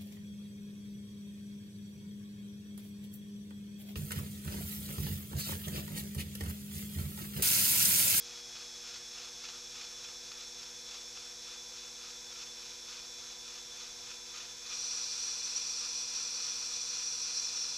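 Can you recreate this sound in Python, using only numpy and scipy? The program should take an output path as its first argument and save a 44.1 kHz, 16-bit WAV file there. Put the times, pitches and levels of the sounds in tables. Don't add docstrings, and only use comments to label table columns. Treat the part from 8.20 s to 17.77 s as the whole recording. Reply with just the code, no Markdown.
import sys
import numpy as np
from scipy import signal
from scipy.fft import rfft, irfft, next_fast_len
from scipy.io import wavfile

SR = 44100
rng = np.random.default_rng(int(sys.argv[2]) if len(sys.argv) > 2 else 0)


def wav_out(sig):
    wavfile.write(sys.argv[1], SR, np.round(np.clip(np.atleast_2d(sig).T, -1, 1) * 32767).astype(np.int16))


N = 422037


def amp(db):
    return 10 ** (np.asarray(db) / 20)


def rms_one(x):
    return x / np.sqrt(np.mean(x ** 2) + 1e-20)


def drift(corner_hz):
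    step, settle = 40, 2000
    pole = np.exp(-2 * np.pi * corner_hz * step / SR)
    noise = rng.standard_normal(N // step + settle + 2)
    slow = signal.lfilter([1], [1, -2 * pole, pole * pole], noise)[settle:]
    return np.interp(np.arange(N) / step, np.arange(len(slow)), rms_one(slow))


def colour(x, spectrum, peaks=(), peaks_db=0):
    size = next_fast_len(N)
    hz = np.arange(size // 2 + 1) * SR / size + 1e-3
    points = np.array(spectrum)
    level_db = np.interp(np.log(hz), np.log(points[:, 0]), points[:, 1])
    power = amp(level_db) ** 2
    for top_hz, width_hz, peak_db in peaks:
        hump = 1 / (1 + (2 * (hz - top_hz) / width_hz) ** 2) ** 2
        power += amp(peak_db + peaks_db) ** 2 * hump
    return irfft(rfft(x, size) * np.sqrt(power), size)[:N]


def shaft_tones(turns, load, waver_db, runout_rad, settle_db, load_db):
    # (order, base rms level/dB)
    orders = [(1, -69), (2, -78), (3, -84), (12, -70), (24, -70), (42, -78), (51, -79), (54, -79),
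              (56, -77), (84, -57.5), (86, -68), (92, -72), (96, -70), (97, -72), (102, -74), (108, -70),
              (110, -70), (118, -73), (120, -68), (121, -70), (124, -74), (127, -66), (128, -67),
              (130, -61), (131, -68), (132, -64), (135, -64), (136, -60), (137, -70), (140, -70),
              (144, -70), (149, -71), (151, -61), (152, -63.5), (156, -68), (163, -72), (168, -75),
              (180, -73), (182, -80), (186, -80), (187, -78), (188, -74), (216, -84), (244, -91),
              (259, -89), (274, -88)]
    spindle_ratio = .24
    whine_swell_db, beat_db = 2.5, -76.5
    t = np.arange(N) / SR
    spindle = np.sin(2 * np.pi * spindle_ratio * turns)
    out = np.sqrt(2) * amp(beat_db) * np.sin(2 * np.pi * (1 + spindle_ratio) * turns)
    settling_db = settle_db * np.exp(-t / .27)
    slot_growth_db = -16 * np.exp(-t / 1.8)
    for order, base_db in orders:
        phase = 2 * np.pi * (order * turns + rng.random())
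        level_db = base_db + waver_db * min(order / 310, 1) * drift(6.9)
        if order > 12:
            level_db = level_db + settling_db
        if order == 24:
            level_db = level_db + slot_growth_db
        if order == 84:
            level_db = level_db + whine_swell_db * spindle
        if order > 90:
            phase += runout_rad * order / 100 * spindle
        if 90 < order < 200:
            level_db = level_db + load_db * load
        out += np.sqrt(2) * amp(level_db) * np.sin(phase)
    return out


def whirr(turns, flicker_db):
    # (f/Hz, relative density level/dB)
    brush_spectrum = [(350, -21), (600, -12), (979, -15.5), (1930, -10), (2440, -26.5), (2830, -16),
                      (3380, -4), (4750, -7.5), (5440, -1), (6410, -1), (8410, -16.5), (11700, -22),
                      (15500, -28.5)]
    # (f/Hz, width/Hz, level/dB before the hump gain)
    housing = [(2400, 52, -11), (3240, 23, -14), (3470, 45, 0), (3950, 49, -8), (4190, 23, -9),
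               (4520, 110, -8), (4970, 48, -7), (5360, 41, -2), (5600, 57, -1), (6240, 52, -2),
               (6760, 49, -9), (7420, 96, -13), (7750, 41, -13), (10670, 40, -24), (11300, 60, -21)]
    # (f/Hz, width/Hz, level/dB before the hump gain)
    far_treble = [(8970, 290, -20), (11100, 200, -29), (15000, 500, -32)]
    level_db, hump_gain_db, repeat_db = -50.5, 5, -4
    points_per_turn = 1024
    position = (turns * points_per_turn).astype(int) % points_per_turn
    roughness = rng.standard_normal(points_per_turn)[position]
    band = signal.butter(5, [4000, 13000], "band", fs=SR, output="sos")
    roughness = signal.sosfilt(band, roughness)
    fresh = amp(flicker_db * drift(20.0)) * rng.standard_normal(N)
    rub = fresh + amp(repeat_db) * roughness
    return amp(level_db) * rms_one(colour(rub, brush_spectrum, housing + far_treble, hump_gain_db))


def cutting(turns, load, depth, throb, lumpy_db, ring_db):
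    # (f/Hz, relative density level/dB)
    chip_spectrum = [(600, -38), (1000, -23), (1380, -23), (2130, -34), (2470, -14), (3200, -28),
                     (4090, -11), (4950, -9.5), (5750, -2.5), (6580, -18), (7500, -19), (9000, -24.5),
                     (9500, -32), (15500, -50)]
    # (f/Hz, width/Hz, level/dB before ring_db)
    light_modes = [(4185, 120, -12), (4525, 40, -11), (4710, 40, -12), (5130, 40, -11), (5266, 40, -9),
                   (5432, 45, -6), (5590, 45, -5), (5673, 36, 1), (5862, 40, 0), (5970, 30, -7),
                   (6077, 40, -4), (6270, 30, -11), (7036, 70, -17), (7364, 60, -19), (7740, 50, -21)]
    # (f/Hz, width/Hz, level/dB before ring_db)
    deep_modes = [(4150, 150, -10), (4525, 40, -11), (4920, 60, -8), (5225, 50, -7), (5381, 50, 0),
                  (5551, 40, -3), (5622, 50, -1), (5835, 50, -2), (5965, 50, -5), (6086, 40, -5),
                  (6270, 40, -6), (7030, 90, -16)]
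    cut_db, deep_gain_db = -38, -0.5
    lumps = amp(lumpy_db * drift(39.0) + 0.2 * drift(6.2))
    bite = (1 + throb * np.sin(2 * np.pi * turns)) * lumps
    tearing = bite * rng.standard_normal(N)
    silent = [(1, -200), (2, -200)]
    light = colour(tearing, silent, light_modes, ring_db)
    deep = colour(tearing, silent, deep_modes, ring_db)
    hiss = colour(np.sqrt(bite) * rng.standard_normal(N), chip_spectrum)
    mix = hiss + np.sqrt(1 - depth) * light + np.sqrt(depth) * deep
    return load * amp(cut_db + deep_gain_db * depth) * rms_one(mix)


def belt_rattle(load, grain_db):
    # (t/s, hold length/s, level/dB)
    laps = [(0.074, 0.074, -52), (0.368, 0.037, -50.5), (0.659, 0.096, -50), (0.977, 0.084, -50.9),
            (1.25, 0.098, -50), (1.551, 0.099, -50), (1.824, 0.07, -53), (2.12, 0.12, -53),
            (2.395, 0.07, -54), (2.704, 0.056, -51.5), (2.973, 0.081, -55), (3.273, 0.06, -52.9),
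            (3.567, 0.074, -53), (3.83, 0.06, -51), (4.158, 0.071, -50), (4.42, 0.072, -51),
            (4.71, 0.061, -50.5), (5.002, 0.1, -53.5), (5.27, 0.11, -51.8), (5.578, 0.086, -50.5),
            (5.875, 0.049, -50), (6.15, 0.085, -48), (6.483, 0.042, -47), (6.73, 0.069, -50),
            (6.983, 0.15, -50.5), (7.287, 0.135, -51.5), (7.618, 0.051, -49.5), (7.948, 0.046, -48.5),
            (8.186, 0.096, -49.5), (8.42, 0.2, -56), (8.735, 0.076, -52.5), (9.038, 0.15, -53),
            (9.263, 0.25, -53)]
    # (t/s, peak level/dB)
    slaps = [(0.1171, -48), (0.6384, -53), (0.9717, -51), (1.239, -44), (1.288, -42.5), (1.6122, -43),
             (1.8442, -44), (2.1164, -42.5), (2.43, -45), (2.7417, -44), (2.9736, -47), (3.2864, -48),
             (4.1599, -49), (4.7626, -49), (5.9165, -47), (6.1479, -48), (6.536, -43), (7.3766, -43),
             (8.0267, -53), (8.4223, -49), (8.552, -46), (8.7929, -42.5)]
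    # (f/Hz, relative density level/dB)
    guard_spectrum = [(600, -27.5), (1000, -16), (1300, -14), (1900, -17), (2500, -11.5), (3000, -11.5),
                      (4300, -9.5), (5500, -8.5), (7000, -13), (9000, -45)]
    # (f/Hz, width/Hz, level/dB before the hump gain)
    guard_modes = [(1240, 70, 3), (1360, 60, 3), (1440, 50, 1), (1730, 40, 1), (2450, 100, 4),
                   (2560, 80, 3), (2680, 60, 3), (3960, 170, 3), (4490, 150, 3)]
    rise_db_per_s, fall_db_per_s, slap_t60_s = 164, 115, .072
    rubbing_db, rubbing_load_db = -61, 6.5
    t = np.arange(N) / SR
    power = amp(2 * (rubbing_db + rubbing_load_db * load))
    for start_s, length_s, level_db in laps:
        end_s = start_s + length_s
        near = slice(max(round((start_s - .3) * SR), 0), round((end_s + .3) * SR))
        early_s = np.maximum(start_s - t[near], 0)
        late_s = np.maximum(t[near] - end_s, 0)
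        power[near] += amp(2 * (level_db - rise_db_per_s * early_s - fall_db_per_s * late_s))
    for slap_s, peak_db in slaps:
        i = round(slap_s * SR)
        age_s = np.arange(min(N - i, SR // 2)) / SR
        power[i:i + len(age_s)] += amp(2 * (peak_db - 60 * age_s / slap_t60_s))
    grain = rng.standard_normal(N) * amp(grain_db * drift(59.0))
    chatter = np.sqrt(power) * rms_one(grain)
    return np.std(chatter) * rms_one(colour(chatter, guard_spectrum, guard_modes, -11.5))


def mains_hum(load):
    # (f/Hz, idle rms level/dB, cutting rms level/dB)
    lines = [(120, -77, -76), (240, -70, -69), (360, -70, -72), (480, -68, -69), (840, -80, -76),
             (960, -80, -77), (1440, -85, -73), (1560, -73, -75), (1680, -79, -81), (2040, -80, -75),
             (2160, -74, -75), (2280, -77, -82), (2400, -71, -62), (2520, -71, -66), (2640, -77, -90),
             (3240, -76, -75), (3360, -72, -75), (3600, -72, -69), (3720, -75, -77), (3960, -71, -73),
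             (4080, -83, -74), (4200, -77, -90), (3480, -80, -61)]
    out, t = np.zeros(N), np.arange(N) / SR
    for hz, idle_db, cutting_db in lines:
        gain = amp(idle_db) + load * (amp(cutting_db) - amp(idle_db))
        out += np.sqrt(2) * gain * np.sin(2 * np.pi * (hz * t + rng.random()))
    return out


def rumble():
    # (f/Hz, relative density level/dB)
    low_spectrum = [(20, 5), (32, -3), (60, -16), (100, -4.5), (170, -7), (300, -14), (450, -8.5),
                    (620, -13), (780, -6), (930, -15)]
    # (f/Hz, width/Hz, level/dB before the hump gain)
    bench = [(521, 12, 0), (711, 25, 0), (880, 25, -3), (1090, 30, -3)]
    level_db = -67
    spectrum = [(10, -42)] + low_spectrum + [(1500, -54)]
    return amp(level_db) * rms_one(colour(rng.standard_normal(N), spectrum, bench, 0.12))


def scene():
    # (f/Hz, time constant/s)
    run_up = [(1.3, .62), (.2, 2.2)]
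    touch_s, bite_s = 6.43, .065
    deepen_s, deepen_length_s = 9.05, .27
    full_speed_hz, load_sag_hz = 41.295, .15
    sag_lag_s = .08
    t = np.arange(N) / SR
    load = (1 - np.exp(-np.maximum(t - touch_s, 0) / bite_s)) ** 2
    depth = np.clip((t - deepen_s) / deepen_length_s, 0, 1)
    to_gain_hz = sum(hz * np.exp(-t / tau_s) for hz, tau_s in run_up)
    sag_hz = load_sag_hz * np.interp(t - sag_lag_s, t, load)
    speed_hz = full_speed_hz - to_gain_hz - sag_hz
    turns = np.cumsum(speed_hz * (1 + .0001 * drift(3.0))) / SR
    lathe = shaft_tones(turns, load, waver_db=2.5, runout_rad=0.18, settle_db=-0.5, load_db=-15.0)
    lathe += whirr(turns, flicker_db=.5)
    lathe += cutting(turns, load, depth, throb=0.092, lumpy_db=1.0, ring_db=6.5)
    lathe += belt_rattle(load, grain_db=2.0)
    lathe += mains_hum(load)
    lathe += rumble()
    return np.array([lathe, lathe])


def record(dry):
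    right_bass_cut_hz, alike_above_hz, cutoff_hz, hiss_db = 148, 800, 15300, -78
    left, right = dry
    lost = right - signal.lfilter(*signal.butter(1, right_bass_cut_hz, "high", fs=SR), right)
    lost = signal.sosfiltfilt(signal.butter(4, alike_above_hz, fs=SR, output="sos"), lost)
    treble = signal.butter(4, 12500, "high", fs=SR, output="sos")
    hiss = signal.sosfilt(treble, rng.standard_normal((2, N)))
    wet = np.array([left, right - lost]) + amp(hiss_db) * hiss
    return signal.sosfilt(signal.ellip(16, .5, 60, cutoff_hz, fs=SR, output="sos"), wet)


dry = scene()
out = record(dry)
wav_out(out)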